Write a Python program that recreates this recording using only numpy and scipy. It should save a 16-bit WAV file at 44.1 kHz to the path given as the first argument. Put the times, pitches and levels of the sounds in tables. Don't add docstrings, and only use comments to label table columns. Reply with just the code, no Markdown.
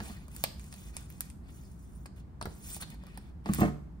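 import sys
import numpy as np
from scipy import signal
from scipy.fft import rfft, irfft
from scipy.io import wavfile

SR = 44100
rng = np.random.default_rng(int(sys.argv[2]) if len(sys.argv) > 2 else 0)


def to_wav(sig):
    pcm = np.clip(np.atleast_2d(sig), -1, 1) * 32767
    pcm = np.round(pcm).astype(np.int16)
    wavfile.write(sys.argv[1], SR, pcm.T)


N = 176400
TIME = np.arange(N) / SR

# time in seconds, boom in dB, slap in dB.
BLOWS = [(.002, -30, -30.5), (0.098, -51, -34.5), (3.461, -40, -25), (3.489, -37, -20.5),
         (3.495, -18.5, -37), (3.554, -29, -47), (3.586, -46, -20.5), (3.594, -21, -21.5),
         (3.611, -13.5, -16), (3.616, -32.5, -11), (3.631, -22.5, -12.5), (3.65, -29.5, -16.5),
         (3.658, -26.5, -29.5), (3.677, -26, -23)]
# pitch in Hz, level in dB, seconds to fall 60 dB.
PILE_MODES = [(66.2, -16.5, 0.41), (111, -10.5, 0.08), (148, -18, 0.54), (199, -0.5, 0.062),
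              (232.4, -14.5, 0.2), (289, -23.5, 0.55), (324.3, -0.5, 0.11), (391.4, -12, 0.37),
              (442, -7, 0.16), (600, -10.5, 0.15), (665, -17, 0.27), (721, 0.5, 0.098),
              (1100, -10.5, 0.172), (1111, -14, .18), (1260, -20, 0.25), (1536, -9, 0.26), (1780, -21, .25)]
# time in seconds, then tick, snap, clack and thud in dB.
TAP_HITS = [(.003, -70, -51, -31, -24), (0.282, -56, -50, -48.5, -64), (.35, -52, -56, -59, -70),
            (0.3641, -37, -36.5, -70, -77), (.439, -15.5, -18.5, -21.5, -29.5),
            (0.4416, -41, -42, -31, -54), (.541, -67, -63, -69, -70), (0.596, -61, -44, -66, -75),
            (.7265, -61.5, -43, -48, -70), (0.74, -57, -39, -49, -46), (0.9673, -60, -27, -38.5, -47),
            (1.102, -38.5, -49.5, -62, -70), (1.2072, -23.5, -26, -53, -74), (1.218, -50, -48, -58, -70),
            (1.301, -64, -45, -60, -72), (1.489, -68, -61, -56, -73), (1.959, -67, -73, -60, -78),
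            (2.058, -57.5, -48, -40, -56), (2.0612, -55, -47, -43, -73), (2.4132, -62, -37, -29.5, -40),
            (2.426, -55, -36, -41, -27.5), (2.4557, -44, -47.5, -29.5, -26), (2.461, -65, -59, -58, -26.5),
            (2.471, -70, -64, -56, -26.5), (2.69, -56, -56, -50, -72), (2.766, -50, -43.5, -44, -32.5),
            (2.812, -39, -50, -56, -60), (2.83, -49, -43, -42, -62), (2.903, -49, -49, -61, -71),
            (2.943, -56, -61, -52, -64), (3.037, -77, -57, -48.5, -37.5), (3.068, -57, -47.5, -61, -61),
            (3.175, -47.5, -42.5, -40, -69.5), (3.459, -64, -50, -34, -44), (3.536, -32, -25, -63.5, -62.5),
            (3.547, -27, -45, -42, -67), (3.601, -36, -43, -50, -60), (3.607, -31, -35.5, -38, -55)]
# start and end in seconds, then hiss, scuff and swell over the stroke in dB.
RUB_STROKES = [(0.0, 0.139, -45, -47.5, -15.5), (0.071, 0.276, -54, -51.5, -21.5),
               (0.274, 0.464, -57.5, -64, 2.5), (0.432, 0.54, -59, -76, -28),
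               (0.572, 0.73, -54.5, -67, -9.5), (0.665, 0.901, -58, -66.5, 1),
               (0.921, 1.067, -52.5, -55.5, -15.5), (1.078, 1.19, -56, -63, -12),
               (1.17, 1.315, -58, -60, -13.5), (1.417, 1.498, -82, -73, 8), (1.472, 1.73, -56.5, -68, -15),
               (1.66, 2.07, -64, -93, -9), (2.151, 2.203, -65, -67, -3), (2.393, 2.63, -66, -75.5, 6),
               (2.609, 2.71, -54.5, -72, 11), (2.70, 2.771, -43.5, -60, -2), (2.798, 2.825, -44, -48, -5),
               (2.822, 2.828, -45, -40.5, -8), (2.843, 2.947, -61.5, -59.5, -3.5),
               (2.961, 3.302, -67.5, -61, -10), (3.438, 3.526, -61, -56, 3.5),
               (3.52, 3.624, -43.5, -48, -5), (3.61, 3.702, -52, -51.5, -12)]
# start and end in seconds, first and last pitch in Hz, level in dB.
SQUEAK_GLIDES = [(1.596, 1.704, 5000, 4760, -75), (1.938, 1.982, 9300, 9440, -63.5),
                 (2.68, 2.70, 5700, 5900, -53), (2.704, 2.765, 8200, 9290, -43),
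                 (2.802, 2.832, 9300, 9480, -45), (2.814, 2.843, 4300, 3674, -48.5)]
# start in seconds, pitch and width in Hz, level in dB, seconds to fall 60 dB.
WRAP_PING = (.44, 4950, 280, -55, .45)

# frequency in Hz, relative level in dB.
SLAP_EQ = [(30, -32), (70, -22.5), (120, -1.5), (205, 17.5), (310, 4.5), (450, -2), (720, -3), (920, -7),
           (1150, 0), (1400, -11.5), (2000, -14), (4000, -32), (12000, -35.5)]
TICK_EQ = [(300, -50), (5000, -42), (10000, -11), (13500, 4.5), (16000, -9)]
SNAP_EQ = [(300, -34.5), (1600, -8), (2200, -10.5), (2900, -12.5), (3700, -13), (4700, -9.5), (6000, -14),
           (9000, -3.5), (13500, -23), (16000, -19)]
CLACK_EQ = [(100, -12.5), (400, -2.5), (600, 10), (900, 8.5), (1300, 3.5), (1650, 3), (2250, -8),
            (2850, -12), (3600, -14), (4600, -5), (6500, -14), (15000, -40.5)]
THUD_EQ = [(30, -18.5), (80, -0.5), (130, -5), (250, -13), (450, -15.5), (1000, -23), (4000, -65)]
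HISS_EQ = [(500, -21.5), (2500, -7.5), (4600, -7.5), (6500, 2.5), (9200, 3), (13500, -3), (16000, 0.5)]
SCUFF_EQ = [(100, -1.5), (300, 0), (800, 1.5), (1600, 0.5), (3000, -2.5), (4600, -5.5), (6500, -19.5),
            (14000, -23)]
RUMBLE_EQ = [(20, -15), (38, -20), (56, 5.5), (75, -1), (102, -10), (145, -6), (195, -7), (260, -16),
             (340, -20), (500, -32), (850, -32.5), (1600, -41), (3000, -53.5), (16000, -64)]

# frequency in Hz, level against the direct sound in dB.
BOUNCE_EQ = [(100, -35.5), (300, -13), (800, -13), (2300, 2), (4500, -5.5), (9000, -6), (15000, -34.5)]
TAIL_EQ = [(100, -16.5), (300, -5), (800, -13.5), (2500, -9), (5000, -4.5), (9000, -14.5), (15000, -29.5)]
# frequency in Hz, seconds to fall 60 dB.
TAIL_T60 = [(150, 0.29), (600, 0.49), (2000, 0.5), (6000, 0.41), (15000, 0.66)]
# frequency in Hz, side against mid in dB.
RUMBLE_WIDTH = [(30, -17.5), (120, -10.5), (250, -9.5), (600, 0), (1500, -0.5), (16000, -1)]


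def landings(upper_hz=300, upper_db=-9.5, spread_db=2.5, cushion_s=0.0016):
    times, boom_db, slap_db = np.transpose(BLOWS)
    rings = 0
    for hz, mode_db, t60 in PILE_MODES:
        drive_db = slap_db + upper_db if hz > upper_hz else boom_db
        scatter_db = spread_db * rng.standard_normal(len(times))
        blows = np.full(N, 1e-18)
        blows[(times * SR).astype(int)] = from_db(drive_db + mode_db + scatter_db)
        radius, angle = np.exp(-np.log(1000) / (t60 * SR)), 2 * np.pi * hz / SR
        mode = signal.lfilter([0, np.sin(angle)], [1, -2 * radius * np.cos(angle), radius ** 2], blows)
        rings = mode - rings
    soft = np.exp(-2 / (cushion_s * SR))
    slap = colour(contacts(times, slap_db, decay_s=0.01, grit=0.93), SLAP_EQ)
    return signal.lfilter([1 - soft], [1, -soft], rings) + slap


def taps(rows):
    times, tick_db, snap_db, clack_db, thud_db = np.transpose(rows)
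    tick = colour(contacts(times, tick_db, decay_s=0.0012, grit=0.58), TICK_EQ)
    snap = colour(contacts(times, snap_db, decay_s=0.0002, grit=0.58), SNAP_EQ)
    clack = colour(contacts(times, clack_db, decay_s=0.0029, grit=0.76), CLACK_EQ)
    thud = colour(contacts(times, thud_db, decay_s=0.018, grit=0.2105), THUD_EQ)
    return tick + snap + clack + thud


def contacts(times, levels_db, decay_s, grit, size=4096):
    out = np.zeros(N + size)
    for time, db in zip(times, levels_db):
        burst = rng.standard_normal(size) * np.exp(-np.arange(size) / SR / decay_s)
        burst *= np.sqrt(grit) / np.linalg.norm(burst)
        burst[0] = np.sqrt(1 - grit)
        start = int(time * SR)
        out[start:start + size] += from_db(db) * burst * np.sqrt(SR / 1000)
    return out[:N]


def rubbing(attack_share=0.41, release_s=0.01, waver_db=0.5, crease_db=-7):
    hiss_power, scuff_power = 0, 0
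    for start, end, hiss_db, scuff_db, swell_db in RUB_STROKES:
        progress = (TIME - start) / (end - start)
        attack = np.clip(progress / attack_share + 0.037, 0, 1)
        release = np.exp(-np.maximum(TIME - end, 0) / release_s)
        envelope = attack * release * from_db(swell_db * np.clip(progress, 0, 1))
        hiss_power += (envelope * from_db(hiss_db)) ** 2
        scuff_power += (envelope * from_db(scuff_db)) ** 2
    waver = from_db(waver_db * drift(per_s=52))
    creases = from_db(crease_db) * colour(crinkle() * np.sqrt(hiss_power), HISS_EQ)
    hiss = colour(friction() * np.sqrt(hiss_power), HISS_EQ)
    scuff = colour(friction() * np.sqrt(scuff_power), SCUFF_EQ)
    return creases + waver * (hiss + scuff)


def friction(slip_share=0.45, patchy_db=3, bands=14):
    slips = crinkle(per_s=1600, spread_db=3.5, max_spreads=5)
    spectrum = rfft(np.sqrt(slip_share) * slips + np.sqrt(1 - slip_share) * rng.standard_normal(N))
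    band_of_bin = (np.linspace(0, 1, len(spectrum)) ** .5 * bands).astype(int)
    out = 0
    for k in range(bands):
        out += irfft(spectrum * (band_of_bin == k), N) * from_db(patchy_db * drift(per_s=70))
    return unit_rms(out)


def crinkle(per_s=110, spread_db=5, max_spreads=3):
    clicks = (rng.random(N) < per_s / SR) * rng.choice([-1, 1], N)
    return unit_rms(clicks * from_db(spread_db * np.minimum(rng.exponential(1, N), max_spreads)))


def squeaks(width_hz=860):
    lowpass = signal.butter(2, width_hz / 2, fs=SR, output="sos")
    grain = unit_rms(signal.sosfilt(lowpass, rng.standard_normal(N)))
    out = np.zeros(N)
    for start, end, start_hz, end_hz, db in SQUEAK_GLIDES:
        on = (TIME > start) & (TIME < end)
        phase = 2 * np.pi * np.cumsum(np.linspace(start_hz, end_hz, on.sum())) / SR
        out[on] += from_db(db) * np.hanning(on.sum()) * grain[on] * np.sqrt(2) * np.sin(phase)
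    return out


def wrap_ring():
    start, hz, width_hz, db, t60 = WRAP_PING
    band = signal.lfilter(*signal.iirpeak(hz, hz / width_hz, fs=SR), rng.standard_normal(N))
    return unit_rms(band) * (TIME > start) * from_db(db - 60 * np.maximum(TIME - start, 0) / t60)


def place(x, pan_db, lag_s):
    delay = np.exp(-2j * np.pi * np.fft.rfftfreq(2 * N, 1 / SR) * lag_s)
    late = irfft(rfft(x, 2 * N) * delay)[:N]
    return (np.array([x, late]) + room(x)) * from_db([[pan_db / 2], [-pan_db / 2]])


def room(x, bounce_delay_s=0.0008, bounce_decay_s=0.005, tail_delay_s=0.0051, size=32768, bands=10):
    t, hz = np.arange(size) / SR, np.fft.rfftfreq(size, 1 / SR)
    white = rfft(rng.standard_normal((2, size)))
    centres = np.geomspace(60, 16000, bands)
    bounce = (t > bounce_delay_s) * np.exp(-t / bounce_decay_s)
    response = 0
    for k, centre in enumerate(centres):
        band = irfft(white * at_hz(np.column_stack([centres, np.arange(bands) == k]), hz))
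        tail = (t > tail_delay_s) * np.exp(-np.log(1000) * t / at_hz(TAIL_T60, centre))
        response += band * bounce / np.linalg.norm(bounce) * from_db(at_hz(BOUNCE_EQ, centre))
        response += band * tail / np.linalg.norm(tail) * from_db(at_hz(TAIL_EQ, centre))
    return signal.fftconvolve(x[None], response, axes=1)[:, :N]


def rumble(level_db=-46.5):
    hz = np.fft.rfftfreq(N, 1 / SR)
    mid, side = rfft(rng.standard_normal((2, N))) * from_db(at_hz(RUMBLE_EQ, hz))
    side *= from_db(at_hz(RUMBLE_WIDTH, hz))
    return from_db(level_db) * unit_rms(irfft(np.array([mid + side, mid - side]), N))


def colour(x, eq, size=8192):
    cepstrum = irfft(np.log(from_db(at_hz(eq, np.fft.rfftfreq(size, 1 / SR)))))
    cepstrum[1:size // 2] *= 2
    cepstrum[size // 2 + 1:] = 0
    response = irfft(np.exp(rfft(cepstrum)))
    return signal.fftconvolve(x, response / np.linalg.norm(response))[:N]


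def drift(per_s):
    knots = rng.standard_normal(1000)
    return np.interp(TIME * per_s, np.arange(len(knots)), knots)


def at_hz(points, hz):
    frequencies, values = np.transpose(points)
    return np.interp(np.log(np.maximum(hz, 1)), np.log(frequencies), values)


def from_db(db):
    return 10 ** (np.asarray(db) / 20)


def unit_rms(x):
    return x / np.sqrt(np.mean(x ** 2) + 1e-20)


def scene(spots=3):
    layers = [taps(TAP_HITS[k::spots]) for k in range(spots)]
    layers.append(rubbing() + squeaks() + wrap_ring())
    hands = sum(place(layer, pan_db=-0.74, lag_s=0.000205) for layer in layers)
    pile = place(landings(), pan_db=-1.5, lag_s=0.00024)
    return hands + pile + rumble()


def record(dry, cutoff_hz=15700):
    return signal.sosfilt(signal.ellip(10, .2, 80, cutoff_hz, fs=SR, output="sos"), dry)


dry = scene()
out = record(dry)
to_wav(out)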